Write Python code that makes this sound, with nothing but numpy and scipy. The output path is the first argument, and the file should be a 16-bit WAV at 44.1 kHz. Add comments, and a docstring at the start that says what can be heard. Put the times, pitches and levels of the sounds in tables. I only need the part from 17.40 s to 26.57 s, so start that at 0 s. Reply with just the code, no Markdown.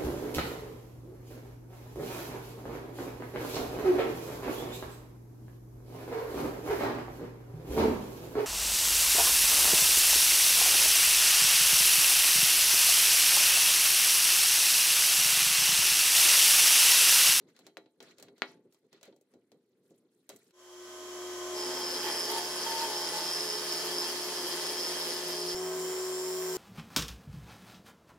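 """A workshop, with a mid-side stereo microphone an arm's length from a lathe.
A wooden blank is clamped in the chuck: the steel key clicks and scrapes, hands rub, and the wood
seats with a knock. Then the hum of the already running lathe fades in at steady pitch, and a drill bit
bores into the end of the blank. The bit catches and slips, so it chatters, rings and tears off chips;
near the end the sound turns abruptly to a smoother rub deep in the hole."""
import sys
import numpy as np
from scipy import signal
from scipy.fft import rfft, irfft, next_fast_len
from scipy.io import wavfile
from scipy.ndimage import map_coordinates

SR = 44100
rng = np.random.default_rng(int(sys.argv[2]) if len(sys.argv) > 2 else 0)


def dump_mix(stems):
    """Bounce the given channels to the path in sys.argv[1] as a 16-bit WAV at rate SR."""
    frames = np.atleast_2d(stems).T  # one column per channel
    limited = np.clip(frames, -1, 1)  # hard clip at full scale
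    pcm = np.round(limited * 32767).astype(np.int16)
    wavfile.write(sys.argv[1], SR, pcm)


N = 404397
TIME = np.arange(N) / SR
BITE_S, DEEP_S = 4.15, 8.15  # the bit meets the wood; it runs deep in the hole
CUT_ATTACK_S, CUT_RELEASE_S = 0.022, 0.027  # grabs, squeals and squeaks
CENTRE = np.array([[1], [0]])  # all mid, no side

# chatter of the bit, locked to the spindle speed, which sags under load: time_s, rate_hz
CHATTER = [(3.1, 171.9), (4.25, 171.9), (4.8, 171), (5.2, 170.2), (5.5, 169.6), (6.2, 170), (7, 169.4),
           (7.6, 168.7), (8.13, 167.7), (8.16, 171.4), (9.17, 171.8)]
# the bit grabs a heavier cut: start_s, length_s, extra_feed_db, lower_groan_db, upper_groan_db
GRABS = [(4.638, 0.063, 5.5, -46, -46), (4.887, 0.1, 4, -47, -44.5), (5.257, 0.19, 4, -53, -39.5),
         (5.493, 0.17, 1.5, -48, -47), (5.732, 0.06, 3, -43.5, -46)]
# modes of chuck, key and blank: pitch_hz, level_db, t60_s
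CHUCK = [(257, -2, 0.23), (316, -4, 0.27), (394, -0.5, 0.24), (554, -5, .15), (680, -12.5, 0.38),
         (870, -15.5, 0.45), (1172, -7, .12), (1423, -2, 0.11), (1962, -6.5, 0.17), (2210, -8.5, .18),
         (2573, -9.5, .1), (3060, -18.5, .28), (3230, -9.5, 0.2), (3950, -7.5, 0.21), (4120, -9, .16),
         (4393, -14.5, .25), (6600, -13.5, .15), (7700, -7, .1), (11350, -9, .15)]


def drill():
    """The bit catches and slips; each catch tears fibres, throws chips and rings the steel."""
    rate_hz = curves(CHATTER)[0]
    catches = np.cumsum(rate_hz) / SR
    deep = after(DEEP_S, .012)
    cut = cutting(catches, deep) + bit_ring(catches, rate_hz, deep)
    tones = np.sqrt(2) * (groan(deep) + chatter_drone(catches, deep)) * CENTRE
    return (cut + tones) * after(BITE_S, 0.045)


def cutting(catches, deep):
    """The edge tears fibres and throws chips; deep in the hole the chips give way to a rub."""
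    # how hard the bit is fed into the wood: time_s, level_db
    feed = [(4.15, -6.5), (4.55, 1.5), (5.15, -1), (5.8, 0), (6.5, 0), (7.75, 2.3), (8.0, -3), (9.17, -3)]
    # resonances of the bit's shank and holder: pitch_hz, width_hz, level_db
    shank = [(354, 39, -7), (1738, 25, -9), (1973, 5.5, -15.5), (2963, 7.2, -14), (3214, 20, -6.5)]
    # spectra of tearing fibres, flying chips and the rubbed wall: frequency_hz, level_db
    tearing_spectrum = [(90, -68.5), (135, -23.5), (190, -19), (300, -8.5), (420, -3.5), (620, -7.5),
                        (770, -10.5), (900, -7), (1350, -11), (1900, -11.5), (3000, -21), (4000, -40)]
    chip_spectrum = [(1500, -19.5), (2600, -3.5), (3900, -1.5), (4650, 7), (5700, 1), (7300, -4),
                     (8700, -6.5), (9900, 1), (11300, -9), (13200, -5), (15600, -14.5)]
    rub_spectrum = [(1500, -11), (2700, -16), (3900, -4.5), (4900, 1), (6100, -0.5), (6550, -7), (7250, 11),
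                    (7900, -2.5), (9200, 0), (11000, -6.5), (14000, -4.5), (15600, -9)]
    feed_db = curves(feed)[0] + effort(GRABS) + 1.07 * walk(12)
    pairs = catches / 2
    bite = unit(np.exp(-(catches % 1) / 0.32))
    fibres = (noise() + .5 * grain(pairs, memory=8.6)) * undb(2.76 * walk(400))
    tearing = unit(colour(fibres, tearing_spectrum)) + (1 - 0.68 * deep) * resonate(noise(), shank)
    spray = unit(patchy(spread_db=3, rate_hz=60)) * undb(1.92 * walk(820))
    spray += 0.94 * grain(pairs, memory=9.1)
    chips = unit(colour(spray * (1 + 0.3 * bite), chip_spectrum))
    # chips thicken as the whole cutting edge enters the wood
    chips_db = -40.5 + 0.47 * feed_db - 4.3 * (1 - after(4.82, .8))
    # deep in the hole the same wall passes again and again, so the hiss turns into a buzz
    wall = noise() + 1.1 * grain(pairs, memory=19)
    rub = unit(colour(wall * (1 + 0.55 * bite), rub_spectrum))
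    rub_db = -45 - 2.7 * (1 - after(8.37, 0.064))
    shavings = undb(chips_db) * (1 - deep) * chips + undb(rub_db) * deep * rub
    return undb(-46.5 + feed_db) * tearing + shavings


def bit_ring(catches, rate_hz, deep):
    """Every catch rings the steel bit; strong catches alternate with weak, slightly late ones."""
    # the ring flares into a squeal: start_s, length_s, extra_db
    squeals = [(4.44, 0.11, 5.5), (4.71, .12, 6.5), (5.55, 0.07, 4.5), (5.84, 0.13, 6), (6.08, 0.088, 4),
               (6.31, 0.1, 5.5), (6.54, .16, 6), (7.36, 0.11, 4.5), (7.59, 0.03, 3.5), (8.08, 0.038, 5),
               (8.73, 0.19, 3.5)]
    ring_hz = 5145 + 165 * deep
    level_db = -43 + effort(squeals) - 0.11 * effort(GRABS) + 1.36 * walk(18)  # grabs choke the ring
    damping_db = 2 * after(7.6, 1) + 6.3 * after(8.22, 0.19)  # the hole damps it as the bit sinks
    index, age = catches.astype(int), catches % 1
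    size_scatter, lag_scatter = rng.standard_normal((index[-1] + 1, 2))[index].T
    size = (1 + 0.21 * (-1) ** index) * undb(2.5 * size_scatter)
    burst = size * (1 - np.exp(-(age / 0.07) ** 2)) * np.exp(-age) * (1 - age ** 4)
    lag_cycles = .3 * (index % 2) + .06 * lag_scatter + .13 * walk(14)
    angle = 2 * np.pi * (ring_hz * age / rate_hz - lag_cycles)
    # the tone reaches one side a little earlier
    ring = np.array([unit(burst * np.sin(angle)), 0.5 * unit(burst * np.cos(angle))])
    return undb(level_db - damping_db) * ring


def groan(deep, modes_hz=(844, 907), between_grabs_db=(-52.5, -53)):
    """Two close modes of the blank groan when the cut is heavy; between grabs they fade with depth."""
    fade_db = 1.5 * np.maximum(TIME - BITE_S, 0) + 6 * deep
    surges = undb(np.transpose(GRABS)[3:]) @ strokes(GRABS, CUT_ATTACK_S, 2 * CUT_RELEASE_S)
    out = np.zeros(N)
    for hz, db, surge in zip(modes_hz, between_grabs_db, surges):
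        level = np.hypot(surge, undb(db - fade_db)) * undb(2 * walk(25))
        out += level * np.sin(2 * np.pi * hz * TIME + walk(22))
    return out


def chatter_drone(catches, deep):
    """The chatter shakes the blank: a low drone with wavering overtones."""
    # the drone grows with depth: time_s, level_db
    drone_level = [(4.18, -79), (4.35, -66), (5.3, -65.5), (5.8, -62), (7.5, -63), (7.95, -55.5),
                   (8.45, -52), (8.58, -64.5), (8.9, -57)]
    # overtones: multiple of half the chatter rate, level_db
    partials = [(3, -64.5), (5, -52.5), (6, -58), (7, -74.5), (15, -68)]
    drone = undb(curves(drone_level)[0] + 1.4 * walk(15)) * np.sin(2 * np.pi * catches)
    overtones = sum(undb(db + 3.7 * walk(7)) * np.sin(np.pi * k * catches + 1.2 * walk(14))
                    for k, db in partials)
    # the sinking bit shakes the blank harder, until the cut turns to a rub
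    depth_db = 5.4 * (after(6.9, 1.2) - deep) - 2.5
    return drone + undb(depth_db) * overtones


def squeaks(width_hz=1300):
    """Thin, airy squeaks where the rim of the bit touches the wall of the hole."""
    # touches of the rim: start_s, length_s, pitch_hz, level_db
    touches = [(8.22, .3, 14800, -61), (8.85, .15, 14600, -57), (9.0, .17, 13700, -54)]
    envelopes = strokes(touches, CUT_ATTACK_S, CUT_RELEASE_S)
    peaks = [[(hz, width_hz, db)] for _, _, hz, db in touches]
    return sum(envelope * resonate(resonate(noise(), peak), peak)
               for envelope, peak in zip(envelopes, peaks))


def motor():
    """A magnetic hum, the rotor slipping behind it, the spindle's whine, the rush of fan and bearings."""
    # the hum sags while the bit drags and recovers deep in the hole: time_s, level_db
    hum_level = [(3.14, -66), (3.3, -54), (3.42, -48), (3.5, -50.5), (3.8, -43), (4.3, -38.5), (4.7, -45.5),
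                 (5.9, -49.5), (6.65, -44.5), (7.7, -46), (8.0, -40), (8.2, -36.3), (9.12, -35.5)]
    # the sound of the already running lathe fades in at steady pitch: time_s, gain_db
    fade_in = [(3.1, -43), (3.14, -23), (3.2, -12), (3.3, -8), (3.5, -2.5), (3.8, 2), (4.2, 6.5),
               (9.17, 0.5)]
    # rotor tones: multiple of the rotor speed, level_db
    rotor_tones = [(1, -74), (5, -73.5), (6, -66.5), (7, -58.5), (8, -62), (10, -65.5), (11, -71.5),
                   (12, -63.5), (14, -66), (17, -66), (22, -71.5)]
    # spectrum of fan and bearings: frequency_hz, level_db
    rush_spectrum = [(70, -46), (130, -15.5), (280, 0.5), (600, 5), (750, -2), (1050, -3), (1900, -2.5),
                     (2600, -9), (4700, -6), (6300, -2), (7800, -5), (8200, -18), (10200, -9.5),
                     (15500, -21)]
    # resonances of the lathe's frame and bearings: pitch_hz, width_hz, level_db
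    frame = [(1128, 120, -61), (3032, 11, -65), (3230, 45, -61), (5540, 130, -63.5), (7050, 510, -66.5)]
    boring_hz, deep_hz = 359.9, 370.3
    fade, deep = undb(curves(fade_in)[0]), after(DEEP_S, .012)
    drag = after(4.1, .5) * (1 - deep)
    hum_hz = boring_hz + (deep_hz - boring_hz) * deep + (.4 + 1.403 * drag) * walk(9)
    hum_db = curves(hum_level)[0] + 1.6 * drag * walk(22)
    hum = undb(hum_db) * np.sin(2 * np.pi * np.cumsum(hum_hz) / SR)
    slip = .005 + .004 * after(4.5, .5)
    turns = np.cumsum(hum_hz / 4 * (1 - slip)) / SR
    rotor = np.zeros((2, N))
    for k, db in rotor_tones:
        level = undb(db + 3.7 * deep + min(.5 * k, 2.7) * walk(9))
        phase = 0.25 * walk(12) + rng.uniform(0, 2 * np.pi, (2, 1))
        rotor += level * np.sin(2 * np.pi * k * turns + phase)
    whine_hz = 6 * curves(CHATTER)[0]
    whine = undb(-58 - 5 * drag + 1.5 * walk(8)) * np.sin(2 * np.pi * np.cumsum(whine_hz) / SR)
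    rush = undb(-50.5) * unit(colour(noise() + 0.39 * grain(turns, memory=14), rush_spectrum))
    tones = np.sqrt(2) * (hum + fade * (rotor + whine))
    return (tones + fade * (rush + resonate(noise(), frame))) * after(3.13, 0.023)


def chuck():
    """The key clicks in its socket; the blank bumps the jaws, then seats with a hard knock."""
    # key clicks, levels relative: start_s, thud_db, clank_db, tick_db
    clicks = [(0.165, -78, -64, -74), (0.191, -67, -64, -68), (0.267, -58.5, -55.5, -63),
              (0.371, -49.5, -55, -65), (0.46, -62, -70, -94), (0.604, -54, -53, -68),
              (0.627, -73, -63, -63), (0.784, -61, -63, -65), (0.799, -67, -62, -64),
              (0.826, -63, -56, -57.5), (0.884, -60, -62, -80), (0.981, -73, -67.5, -73),
              (1.325, -81, -75, -75), (1.346, -75, -74.5, -78), (1.529, -64, -60.5, -71),
              (1.612, -69, -68, -78), (1.63, -63, -58, -61), (1.654, -70, -69, -70), (1.677, -55, -73, -81),
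              (1.726, -63.5, -70, -98.5), (1.763, -66, -80, -78), (1.812, -73, -83.5, -75),
              (1.938, -61, -71.5, -79.5), (2.118, -65, -68.5, -75), (2.508, -58, -80, -84),
              (2.892, -58.5, -55.5, -52.5), (2.899, -53, -52, -62), (2.962, -68, -72, -60.5),
              (3.108, -91, -71, -80)]
    # the blank knocks against the jaws: start_s, gain_db
    knocks = [(0.3702, -12), (1.0203, 6)]
    # spectrum of a knock: frequency_hz, level_db
    knock_spectrum = [(80, -38), (200, -7.5), (500, -3), (1000, -1), (1900, 2.5), (3000, -5.5), (4300, -5),
                      (5500, -20), (7000, -22.5), (9000, -37.5), (15000, -37)]
    out = np.zeros((2, N))
    for start_s, thud, clank, tick in clicks:
        spectrum = [(70, thud - 12.5), (130, thud + 1.5), (250, thud + 2), (500, thud + 11.5),
                    (1200, clank), (2600, clank + 1), (4200, clank + 4.5),
                    (7500, tick + 7), (9500, tick + 0.5), (15000, tick - 2)]
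        click = blow(ring_db=-2, tail_db=3, tail_t60=.04, body_db=-4, body_t60=.13,
                     late_db=-20, late_t60=.2)
        add(out, start_s, undb(23.5) * colour(click, spectrum))
    knock = blow(ring_db=-15, tail_db=-9, tail_t60=.09, body_db=-20.5, body_t60=0.18,
                 late_db=-19.5, late_t60=0.33)
    for start_s, db in knocks:
        add(out, start_s, undb(db) * colour(knock, knock_spectrum))
    return out


def blow(ring_db, tail_db, tail_t60, body_db, body_t60, late_db, late_t60, count=SR * 3 // 5):
    """A sharp contact rings the chuck and the wood; close reflections and the workshop's tail follow."""
    # the blank's hollow body: frequency_hz, level_db
    body_spectrum = [(120, -10.5), (250, 1), (700, 2.5), (1300, -7.5), (2200, -13)]
    t = np.arange(count) / SR
    ring = sum(undb(db + 2 * rng.normal() - 60 * t / t60)
               * np.sin(2 * np.pi * (hz * t + rng.random((2, 1)))) for hz, db, t60 in CHUCK)
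    body = colour(noise(count), body_spectrum) * undb(-60 * t / body_t60)
    room = noise(count) * (undb(-60 * t / tail_t60) + undb(late_db - 60 * t / late_t60))
    out = undb(ring_db) * unit(ring) + undb(body_db) * unit(body) + undb(tail_db) * unit(room)
    out /= np.sqrt(count)
    out[:, 0] += [1, .7]  # the contact itself, left of centre
    return out


def hands(attack_s=.02, release_s=.025):
    """Fingers shift the blank with a dull rumble; key and scroll slide and stir the chuck's modes."""
    # the fingers shift the blank: start_s, length_s, rumble_db
    shifts = [(0, 0.09, -63), (0.195, 0.1, -65.5), (0.42, .04, -68), (0.607, 0.12, -64.5), (0.81, .13, -61),
              (1.08, .12, -61.5), (1.249, 0.024, -63), (1.43, 0.032, -66.5), (1.527, .04, -65),
              (1.677, 0.042, -62.5), (1.933, 0.04, -63), (2.118, 0.043, -62.5), (2.502, 0.026, -65.5),
              (2.918, 0.043, -60)]
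    # the key slides in its socket: start_s, length_s, scrape_db, hiss_db
    slides = [(0, 0.025, -77, -98), (0.075, .025, -70.5, -83), (0.151, .13, -71, -89),
              (0.41, 0.041, -83, -99), (0.612, 0.097, -63, -79), (0.774, 0.082, -71.5, -85),
              (0.963, 0.062, -73, -89), (1.046, 0.075, -65.5, -78), (1.31, .06, -86, -84),
              (1.523, 0.053, -71, -92), (1.63, 0.037, -64, -88), (1.9, 0.032, -84, -87),
              (2.427, 0.15, -93.5, -82.5), (2.702, 0.21, -93, -87), (2.908, .035, -66, -71),
              (2.99, 0.12, -80, -78)]
    # spectra of the wood's rumble and the steel's scrape and hiss: frequency_hz, level_db
    rumble_spectrum = [(70, -34.5), (110, -12), (160, -7), (250, -1), (300, -3.5), (400, 1), (500, -6),
                       (650, -20), (1000, -25.5), (1500, -33.5)]
    scrape_spectrum = [(500, 6.5), (900, -2), (1400, 4), (2000, 5), (2800, -1.5), (4200, 2.5), (5000, -4),
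                       (7300, -7.5), (8700, -23.5), (12000, -27)]
    hiss_spectrum = [(2000, -14), (6000, -7.5), (9000, -3), (15500, -10)]
    grip_db, rest_scrape_db, rest_hiss_db = -74, -90.5, -92.5  # the hands are never quite still
    rumble_level = undb(np.transpose(shifts)[2]) @ strokes(shifts, attack_s, release_s)
    scrape_level, hiss_level = undb(np.transpose(slides)[2:]) @ strokes(slides, attack_s, release_s)
    rumble = unit(colour(noise(), rumble_spectrum))
    rumble *= np.hypot(rumble_level, undb(grip_db + 2.5 * walk(14)))
    sliding = patchy(spread_db=4, rate_hz=90)
    steel = resonate(sliding, [(hz, 6 / t60, db) for hz, db, t60 in CHUCK if 1000 < hz < 5000])
    scrape = unit(colour(sliding, scrape_spectrum)) + undb(-19) * steel
    scrape *= np.hypot(scrape_level, undb(rest_scrape_db))
    hiss = unit(colour(patchy(spread_db=5, rate_hz=160), hiss_spectrum))
    hiss *= np.hypot(hiss_level, undb(rest_hiss_db))
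    return (rumble + scrape + hiss) * (1 - after(3.115, 0.017))


def pop(peak_db=-41, half_width_s=0.0018):
    """A soft low pop where the sound turns smoother."""
    return undb(peak_db) * np.exp(-((TIME - 8.147) / half_width_s) ** 2) * CENTRE


def grain(turns, memory, size=512):
    """Roughness that comes round with every cycle and wears into a new pattern over `memory` cycles."""
    fresh = rng.standard_normal((2, int(turns[-1]) + 2, size))
    worn = signal.lfilter([1], [1, -np.exp(-1 / memory)], fresh, axis=1).reshape(2, -1)
    return unit(np.array([map_coordinates(w, [turns * size], order=3) for w in worn]))


def patchy(spread_db, rate_hz):
    """Noise whose bands flare on their own, as one spot of a surface after another makes contact."""
    edges_hz = np.geomspace(400, 15000, 13)
    bands = (signal.butter(2, pair, "bandpass", fs=SR, output="sos")
             for pair in zip(edges_hz, edges_hz[1:]))
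    return sum(signal.sosfilt(band, noise()) * undb(spread_db * walk(rate_hz)) for band in bands)


def strokes(rows, attack_s, release_s):
    """One envelope for each (start_s, length_s, ..) row: a straight attack, a hold, a dying release."""
    return np.array([after(start_s, attack_s) * np.exp(-np.maximum(TIME - start_s - hold, 0) / release_s)
                     for start_s, hold, *_ in rows])


def effort(rows):
    """The dB that grabs or squeals add while they last."""
    return np.transpose(rows)[2] @ strokes(rows, CUT_ATTACK_S, CUT_RELEASE_S)


def colour(x, points):
    """Causal filter through (frequency_hz, gain_db) points, falling 18 dB an octave beyond them."""
    n = 2 * next_fast_len(x.shape[-1] // 2 + 2048)
    hz, db = np.transpose(points)
    octave = np.log2(np.maximum(np.arange(n // 2 + 1) * SR / n, 1))
    outside = np.maximum(np.log2(hz[0]) - octave, 0) + np.maximum(octave - np.log2(hz[-1]), 0)
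    cepstrum = irfft(np.log(undb(np.interp(octave, np.log2(hz), db) - 18 * outside)))
    cepstrum[1:n // 2] *= 2  # fold to minimum phase
    cepstrum[n // 2 + 1:] = 0
    return irfft(rfft(x, n) * np.exp(rfft(cepstrum)))[..., :x.shape[-1]]


def resonate(x, modes):
    """Drive (pitch_hz, width_hz, level_db) resonances; each comes out at its own rms level."""
    return sum(undb(db) * unit(signal.lfilter(*signal.iirpeak(hz, hz / width, SR), x))
               for hz, width, db in modes)


def noise(count=N):
    """Two unrelated noises, for mid and side."""
    return rng.standard_normal((2, count))


def walk(rate_hz):
    """A random wander with a spread near 1; it holds still after 4096 points."""
    return 1.2 * np.interp(TIME * rate_hz, np.arange(4096), rng.standard_normal(4096))


def curves(table):
    """Each column of a timed table at every sample."""
    times_s, *columns = np.transpose(table)
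    return [np.interp(TIME, times_s, column) for column in columns]


def after(centre_s, rise_s):
    """A ramp from 0 to 1 around centre_s."""
    return np.clip((TIME - centre_s) / rise_s + .5, 0, 1)


def add(track, start_s, sound):
    """Mix a sound in at start_s."""
    start = int(start_s * SR)
    track[:, start:start + sound.shape[1]] += sound


def undb(db):
    """Decibels to gain."""
    return 10 ** (np.asarray(db) / 20)


def unit(x):
    """Scale to rms 1."""
    return x / np.sqrt(np.mean(x ** 2))


def stereo(pair):
    """Mid and side to left and right: bass is alike in both channels, treble is not."""
    # gain of the side channel: frequency_hz, gain_db
    width = [(100, -18.5), (400, -19), (700, -14.5), (1200, -8), (2500, -0.5), (5000, -1), (9000, 0.5),
             (15000, -2.5)]
    return pair[0] + np.array([[1], [-1]]) * colour(pair[1], width)


def scene():
    """Clamping, then boring, an arm's length from the microphone."""
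    return stereo(chuck() + hands() + motor() + drill() + squeaks() + pop())


def record(dry, top_hz=15800):
    """The recorder cuts the top."""
    return signal.sosfilt(signal.ellip(10, .2, 80, top_hz, fs=SR, output="sos"), dry)


dry = scene()
out = record(dry)
dump_mix(out)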